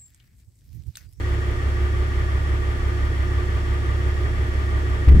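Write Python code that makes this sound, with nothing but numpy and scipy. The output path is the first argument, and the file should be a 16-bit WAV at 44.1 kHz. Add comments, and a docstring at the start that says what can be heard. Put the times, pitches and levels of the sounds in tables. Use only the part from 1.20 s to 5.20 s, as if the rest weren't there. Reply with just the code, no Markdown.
"""An engine idles near the rim of a quarry: its exhaust throbs low, its parts make a soft, steady
clatter that partly repeats each engine cycle, and its belt warbles and chirps. All the while a small
pump or fan spins beside it at its own speed, with a rotor hum and a fine buzzing bearing hiss.
At the very end the boom of a far rock blast arrives: a row of charges fired in rapid succession."""
import sys
import numpy as np
from scipy.fft import rfft, irfft, next_fast_len
from scipy.io import wavfile
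from scipy.ndimage import uniform_filter1d, minimum_filter1d, map_coordinates

SR = 44100
rng = np.random.default_rng(int(sys.argv[2]) if len(sys.argv) > 2 else 0)


def dump(signal):
    """Clip the signal to [-1, 1] and save it as 16-bit WAV at the path in sys.argv[1]."""
    limited = np.clip(np.atleast_2d(signal).T, -1, 1)
    pcm = np.round(limited * 32767).astype(np.int16)
    wavfile.write(sys.argv[1], SR, pcm)


N = 176400
CYCLE_HZ, CYLINDERS = 5.829, 8  # one engine cycle: two crank turns, every cylinder fires once


def amp(db):
    """Decibels to gain."""
    return 10 ** (np.asarray(db) / 20)


def unit(x):
    """Scale to rms 1."""
    return x / np.sqrt(np.mean(x ** 2) + 1e-20)


def along(points, hz):
    """Read a curve of (hz, value) points on a log frequency axis."""
    knots_hz, values = np.transpose(points)
    return np.interp(np.log(hz + 1), np.log(knots_hz + 1), values)


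def clock():
    """Time of each sample in seconds."""
    return np.arange(N) / SR


def noise_pair():
    """Two unrelated white noises."""
    return rng.standard_normal((2, N))


def wobble(rate):
    """A smooth random curve, rate knots a second."""
    t = clock()
    coarse = t[::64]
    curve = map_coordinates(rng.standard_normal(1024), [coarse * rate], mode="wrap")
    return np.interp(t, coarse, curve)


def filtered(x, response):
    """Shape x with a complex frequency response."""
    size = next_fast_len(N + SR // 2)
    return irfft(rfft(x, size) * response(np.fft.rfftfreq(size, 1 / SR)), size)[..., :N]


def pan(db):
    """Left and right gains for a level difference; positive leans left."""
    return amp(np.array([[db], [-db]]) / 2)


# Stereo width of the noises, 1 is mono: freq_hz, likeness
STEREO_LIKENESS = [(100, 0.96), (170, 0.83), (300, 1), (420, 0.8), (520, 0.085), (650, 0.78), (1000, 0.28),
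                   (1450, 0.74), (1800, 0.32), (2300, 0.096), (3000, 0.14), (12000, 0.037)]
# Their lean to the left: freq_hz, pan_db
STEREO_BALANCE = [(60, 8.5), (120, -4), (200, -1.5), (270, 1.5), (360, -2), (490, 0), (900, 0), (1200, 1),
                  (2200, 1.5), (3300, 4.5), (4100, -0.5), (5400, -4.5), (7000, 1.5), (9000, 2.5),
                  (12000, 3.5), (15000, 1)]
# How far their left side runs ahead: freq_hz, lead_rad
STEREO_LEAD = [(0, 1), (430, -0.35), (780, -1.25), (1290, -3), (1720, -3.5), (2240, -5.5), (2500, -7),
               (3100, -3)]
def coloured(pair, spectrum):
    """Two unrelated noises become a stereo sound of rms 1 with the given spectrum."""
    def mid_side(hz):
        width = np.arccos(np.clip(along(STEREO_LIKENESS, hz), -1, 1)) / 2
        return amp(along(spectrum, hz)) * [np.cos(width), np.sin(width)]

    def lean(hz):
        balance = amp(np.outer([1, -1], along(STEREO_BALANCE, hz)) / 2)
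        return balance * np.exp(1j * np.outer([1, -1], along(STEREO_LEAD, hz)) / 2)

    mid, side = filtered(pair, mid_side)
    return unit(filtered(np.array([mid + side, mid - side]), lean))


def shaft(hz, wander):
    """Turns made by a shaft whose speed wanders slightly."""
    return np.cumsum(hz * (1 + wander * wobble(4))) / SR


def tone(turns):
    """A sine of rms 1 with a random starting phase."""
    return np.sqrt(2) * np.sin(2 * np.pi * (turns + rng.random()))


def squeal(turns, jitter_turns=0.057, waver_db=1.5):
    """A slightly unsteady stereo tone of rms 1, a quarter turn apart between the ears."""
    angle = 2 * np.pi * (turns + jitter_turns * wobble(40))
    return unit(amp(waver_db * wobble(24.7)) * np.array([np.sin(angle), np.cos(angle)]))


def rubbing(turns, hz, repeat_share):
    """A noise pair that partly repeats on every turn, as the same surfaces meet again."""
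    size = int(SR / hz)
    position = turns % 1 * size
    worn = np.array([map_coordinates(surface, [position], mode="grid-wrap")
                     for surface in rng.standard_normal((2, size))])
    return np.sqrt(repeat_share) * unit(worn) + np.sqrt(1 - repeat_share) * noise_pair()


def firing(cycles, depth, spread_db):
    """A gain that swells by depth with every firing; each cylinder has its own strength."""
    firings = CYLINDERS * cycles
    cylinder = (firings - 0.5) % CYLINDERS
    unevenness = map_coordinates(rng.standard_normal(CYLINDERS), [cylinder], mode="grid-wrap")
    return unit(amp(spread_db * unevenness) * (1 - depth * np.cos(2 * np.pi * firings)))


# Dark bed under the engine: freq_hz, eq_db
RUMBLE_EQ = [(10, -35), (20, -26), (35, -1), (65, -2.5), (100, 1), (130, -4), (165, -10.5), (220, -13),
             (290, -10.5), (360, -10.5), (420, -13.5), (520, -18), (750, -64), (2000, -84)]
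def rumble(level_db=-33):
    """A steady bed of low noise."""
    return amp(level_db) * coloured(noise_pair(), RUMBLE_EQ)


# Rotor hum: shaft_multiple, level_db
ROTOR_HUM = [(1, -38.5), (3, -46), (7, -54), (8, -59), (9, -41)]
# Faint, high bearing whines: shaft_multiple (played rounded), level_db, pan_db
BEARING_WHINES = [(109, -67.5, -5), (117.3, -70.5, -1), (135.8, -71, -3), (138.2, -67.5, -5),
                  (149.2, -75.5, 2), (155.6, -75, -2), (188.5, -75, -1), (193.2, -71.5, 1), (205.5, -80, 2),
                  (212, -76, 2)]
# Fine bearing hiss: freq_hz, eq_db
HISS_EQ = [(2000, -47), (3300, 5.5), (3900, -5), (4550, 0.5), (4900, -3), (5450, 1), (5750, -3.5),
           (6150, -1.5), (6700, -5.5), (7550, -2.5), (7800, -9), (8400, -5), (9500, -10.5), (10500, -12),
           (13000, -15.5), (14000, -20), (15700, -17)]
def pump(shaft_hz=39.632, hum_pan_db=-5.5, hiss_db=-50.5):
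    """The rotor hums, mostly at its shaft and blade rates; the bearing whines and hisses each turn."""
    turns = shaft(shaft_hz, wander=0.00022)
    hum = sum(amp(db + 2.7 * wobble(35)) * tone(round(multiple) * turns + 0.053 * wobble(30))
              for multiple, db in ROTOR_HUM)
    whine = sum(amp(db + 1.7 * wobble(12)) * pan(pan_db) * tone(round(multiple) * turns)
                for multiple, db, pan_db in BEARING_WHINES)
    hiss = amp(hiss_db) * coloured(rubbing(turns, shaft_hz, repeat_share=0.49), HISS_EQ)
    return pan(hum_pan_db) * hum + whine + hiss


# Soft belt whines under the chirps: pitch_hz, level_db, swing_hz (per unit of surge), pan_db
BELT_WHINES = [(1189, -50.5, 31, -4), (1455, -56.5, 12, 4), (1722, -53.5, 23, -7), (1863, -49.5, 14, 2)]
# Chirps within one engine cycle: peak_s, pitch_hz, glide_hz_per_s, level_db, width_s, pan_db
BELT_CHIRPS = [(0.024, 1212, 0, -46.5, 0.008, -1), (.065, 1154, 1200, -40.5, 0.007, 0),
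               (.093, 1204, 2, -45, 0.0054, -5), (0.11, 1206, -500, -44, 0.0047, -2),
               (0.134, 1165, 600, -41.5, 0.0063, 6), (0.154, 1201, 0, -41.5, 0.0086, 2.5),
               (0.012, 1860, 2, -51, 0.0043, 5), (0.048, 1883, 700, -39.5, .004, 4),
               (.062, 1870, 0, -43.5, 0.0054, 2), (0.12, 1876, 0, -43, 0.0049, 3),
               (.144, 1861, 2, -48, 0.0065, 4)]
def belt(cycles, crank_lag_s=0.0413, skew=-0.43, chirp_scatter_db=1.5):
    """Whines warble as the crank slows and speeds up; the belt chirps at the same points each cycle."""
    out = np.zeros((2, N))
    crank_angle = 4 * np.pi * (cycles - crank_lag_s * CYCLE_HZ)
    surge = skew * np.sin(2 * crank_angle) - np.cos(crank_angle)
    for hz, db, swing_hz, pan_db in BELT_WHINES:
        out += amp(db) * pan(pan_db) * squeal(np.cumsum(hz + swing_hz * surge) / SR)
    for peak_s, hz, glide, db, width_s, pan_db in BELT_CHIRPS:
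        from_peak_s = ((cycles - peak_s * CYCLE_HZ + 0.5) % 1 - 0.5) / CYCLE_HZ
        swell = amp(db + chirp_scatter_db * wobble(5.87)) * np.exp(-(from_peak_s / width_s) ** 2 / 2)
        out += swell * pan(pan_db) * squeal(np.cumsum(hz + glide * from_peak_s) / SR)
    return out


# Thin engine overtones: cycle_multiple, level_db
THIN_OVERTONES = [(102, -68), (110, -55), (141, -61), (159, -63)]
# Midrange clatter of the moving parts: freq_hz, eq_db
CLATTER_EQ = [(200, -64), (350, -16), (520, -1), (750, -2.5), (1050, -2), (1350, 1.5), (1600, 0),
              (1950, 0.5), (2350, -6.5), (3200, -10.5), (3800, -16), (5000, -30.5), (9000, -67)]
def clatter(cycles, level_db=-37.5):
    """Steady mechanical noise, half of it repeating each engine cycle, with a few thin overtones."""
    faint_ripple = firing(cycles, depth=0.027, spread_db=0.74)
    overtones = sum(amp(db + 1.8 * wobble(7.6)) * tone(round(multiple) * cycles)
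                    for multiple, db in THIN_OVERTONES)
    rattle = faint_ripple * rubbing(cycles, CYCLE_HZ, repeat_share=0.5)
    return amp(level_db) * coloured(rattle, CLATTER_EQ) + overtones


def off_centre(x, left_lead_s=0.00064, pan_db=-1.5):
    """A low sound reaches the left side slightly earlier and a little weaker."""
    return pan(pan_db) * filtered(x, lambda hz: np.exp(np.pi * 1j * left_lead_s * np.array([hz, -hz])))


# Throbbing exhaust hum: cycle_multiple, trim_db (added to hum_db)
EXHAUST_HUM = [(5, -41), (6, -10.5), (7, -43), (10, -14), (11, -13), (12, 0.2), (14, -24), (15, -20),
               (24, -32.5), (26, -30), (30, -37), (36, -39)]
# Throaty exhaust growl: freq_hz, eq_db
GROWL_EQ = [(200, -19), (280, -4), (355, 3.5), (430, -2.5), (500, -5.5), (700, -39)]
def exhaust(cycles, throb_s=0.123, hum_db=-23, drone_hz=103.26, drone_db=-31, growl_db=-43.5):
    """Low engine orders fall into step once a cycle and throb over a drone and a pulsing growl."""
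    angle = 2 * np.pi * (cycles - throb_s * CYCLE_HZ)
    hum = sum(amp(hum_db + db + 0.8 * wobble(5.82)) * np.sqrt(2) * np.sin(round(multiple) * angle)
              for multiple, db in EXHAUST_HUM)
    drone = amp(drone_db) * tone(shaft(drone_hz, wander=0.0015))
    puffs = firing(cycles, depth=0.63, spread_db=2) * noise_pair()
    return off_centre(hum + drone) + amp(growl_db) * coloured(puffs, GROWL_EQ)


# Punch of the charges along the row: delay_s, level_db
CHARGE_PUNCH = [(0, -4.5), (.017, -1), (.036, 0), (.06, -0.5), (.084, -7), (.104, -4), (.125, -5)]
def charges(since_s, count=10, gap_s=0.015, scatter_s=0.00047, width_s=0.0038):
    """Each charge in the row sends one soft pressure pulse."""
    delays_s = gap_s * np.arange(count) + scatter_s * rng.standard_normal(count)
    offset = (since_s - delays_s[:, None]) / width_s
    pulses = (1 - offset ** 2) * np.exp(-offset ** 2 / 2)
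    return amp(np.interp(delays_s, *np.transpose(CHARGE_PUNCH))) @ pulses


# Deep roll of the pit: freq_hz, eq_db
ROLL_EQ = [(15, 2), (25, 4.5), (45, 3), (80, -1), (155, 0), (230, -10.5), (340, -12.5), (480, -23),
           (900, -43), (2000, -73), (6000, -110)]
# Faint midrange crack: freq_hz, eq_db
CRACK_EQ = [(100, -29), (300, -3), (800, 11), (2200, 8), (4000, -9), (8000, -26), (15000, -26)]
# Bright snap at the front of the crack: freq_hz, eq_db
SNAP_EQ = [(500, -17), (1800, 7), (4000, 0), (8000, -10), (15000, -8)]
ROLL_DB, ATTACK_S, ROLL_T60_S = -10.5, 0.0072, 1.64
CRACK_DB, CRACK_DELAY_S, CRACK_WIDTH_S = -29.5, 0.013, 0.0083
SNAP_DB, SNAP_DELAY_S, SNAP_T60_S = -34, 0.008, 0.048
def blast(start_s):
    """A faint crack with a sharp front opens the boom of the charges, and the pit rolls on."""
    since_s = clock() - start_s
    boom = charges(since_s)
    roll_age = np.maximum(since_s + ATTACK_S, 0)
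    attack = np.minimum(roll_age / ATTACK_S, 1) ** 2
    roll = amp(ROLL_DB - 60 * roll_age / ROLL_T60_S) * coloured(noise_pair(), ROLL_EQ)
    crack_swell = np.exp(-((since_s - CRACK_DELAY_S) / CRACK_WIDTH_S) ** 2 / 2)
    crack = amp(CRACK_DB) * crack_swell * coloured(noise_pair(), CRACK_EQ)
    snap_age = np.maximum(since_s - SNAP_DELAY_S, 0)
    snap = (snap_age > 0) * amp(SNAP_DB - 60 * snap_age / SNAP_T60_S) * coloured(noise_pair(), SNAP_EQ)
    return attack * (boom + roll) + crack + snap


def scene():
    """The machinery idles throughout; the far blast lands at the very end."""
    cycles = shaft(CYCLE_HZ, wander=0.000982)
    engine = exhaust(cycles) + rumble() + clatter(cycles) + belt(cycles)
    return engine + pump() + blast(start_s=3.877)


def record(dry):
    """A limiter ducks the mix under the highest peaks; a steep high cut takes off the top."""
    ceiling, hold_s, top_hz = 0.88, 0.014, 15760
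    hold = int(hold_s * SR)
    needed = ceiling / np.maximum(np.abs(dry).max(axis=0), ceiling)
    gain = uniform_filter1d(minimum_filter1d(needed, hold), hold // 2)
    return filtered(dry * gain, lambda hz: hz < top_hz)


dry = scene()
out = record(dry)
dump(out)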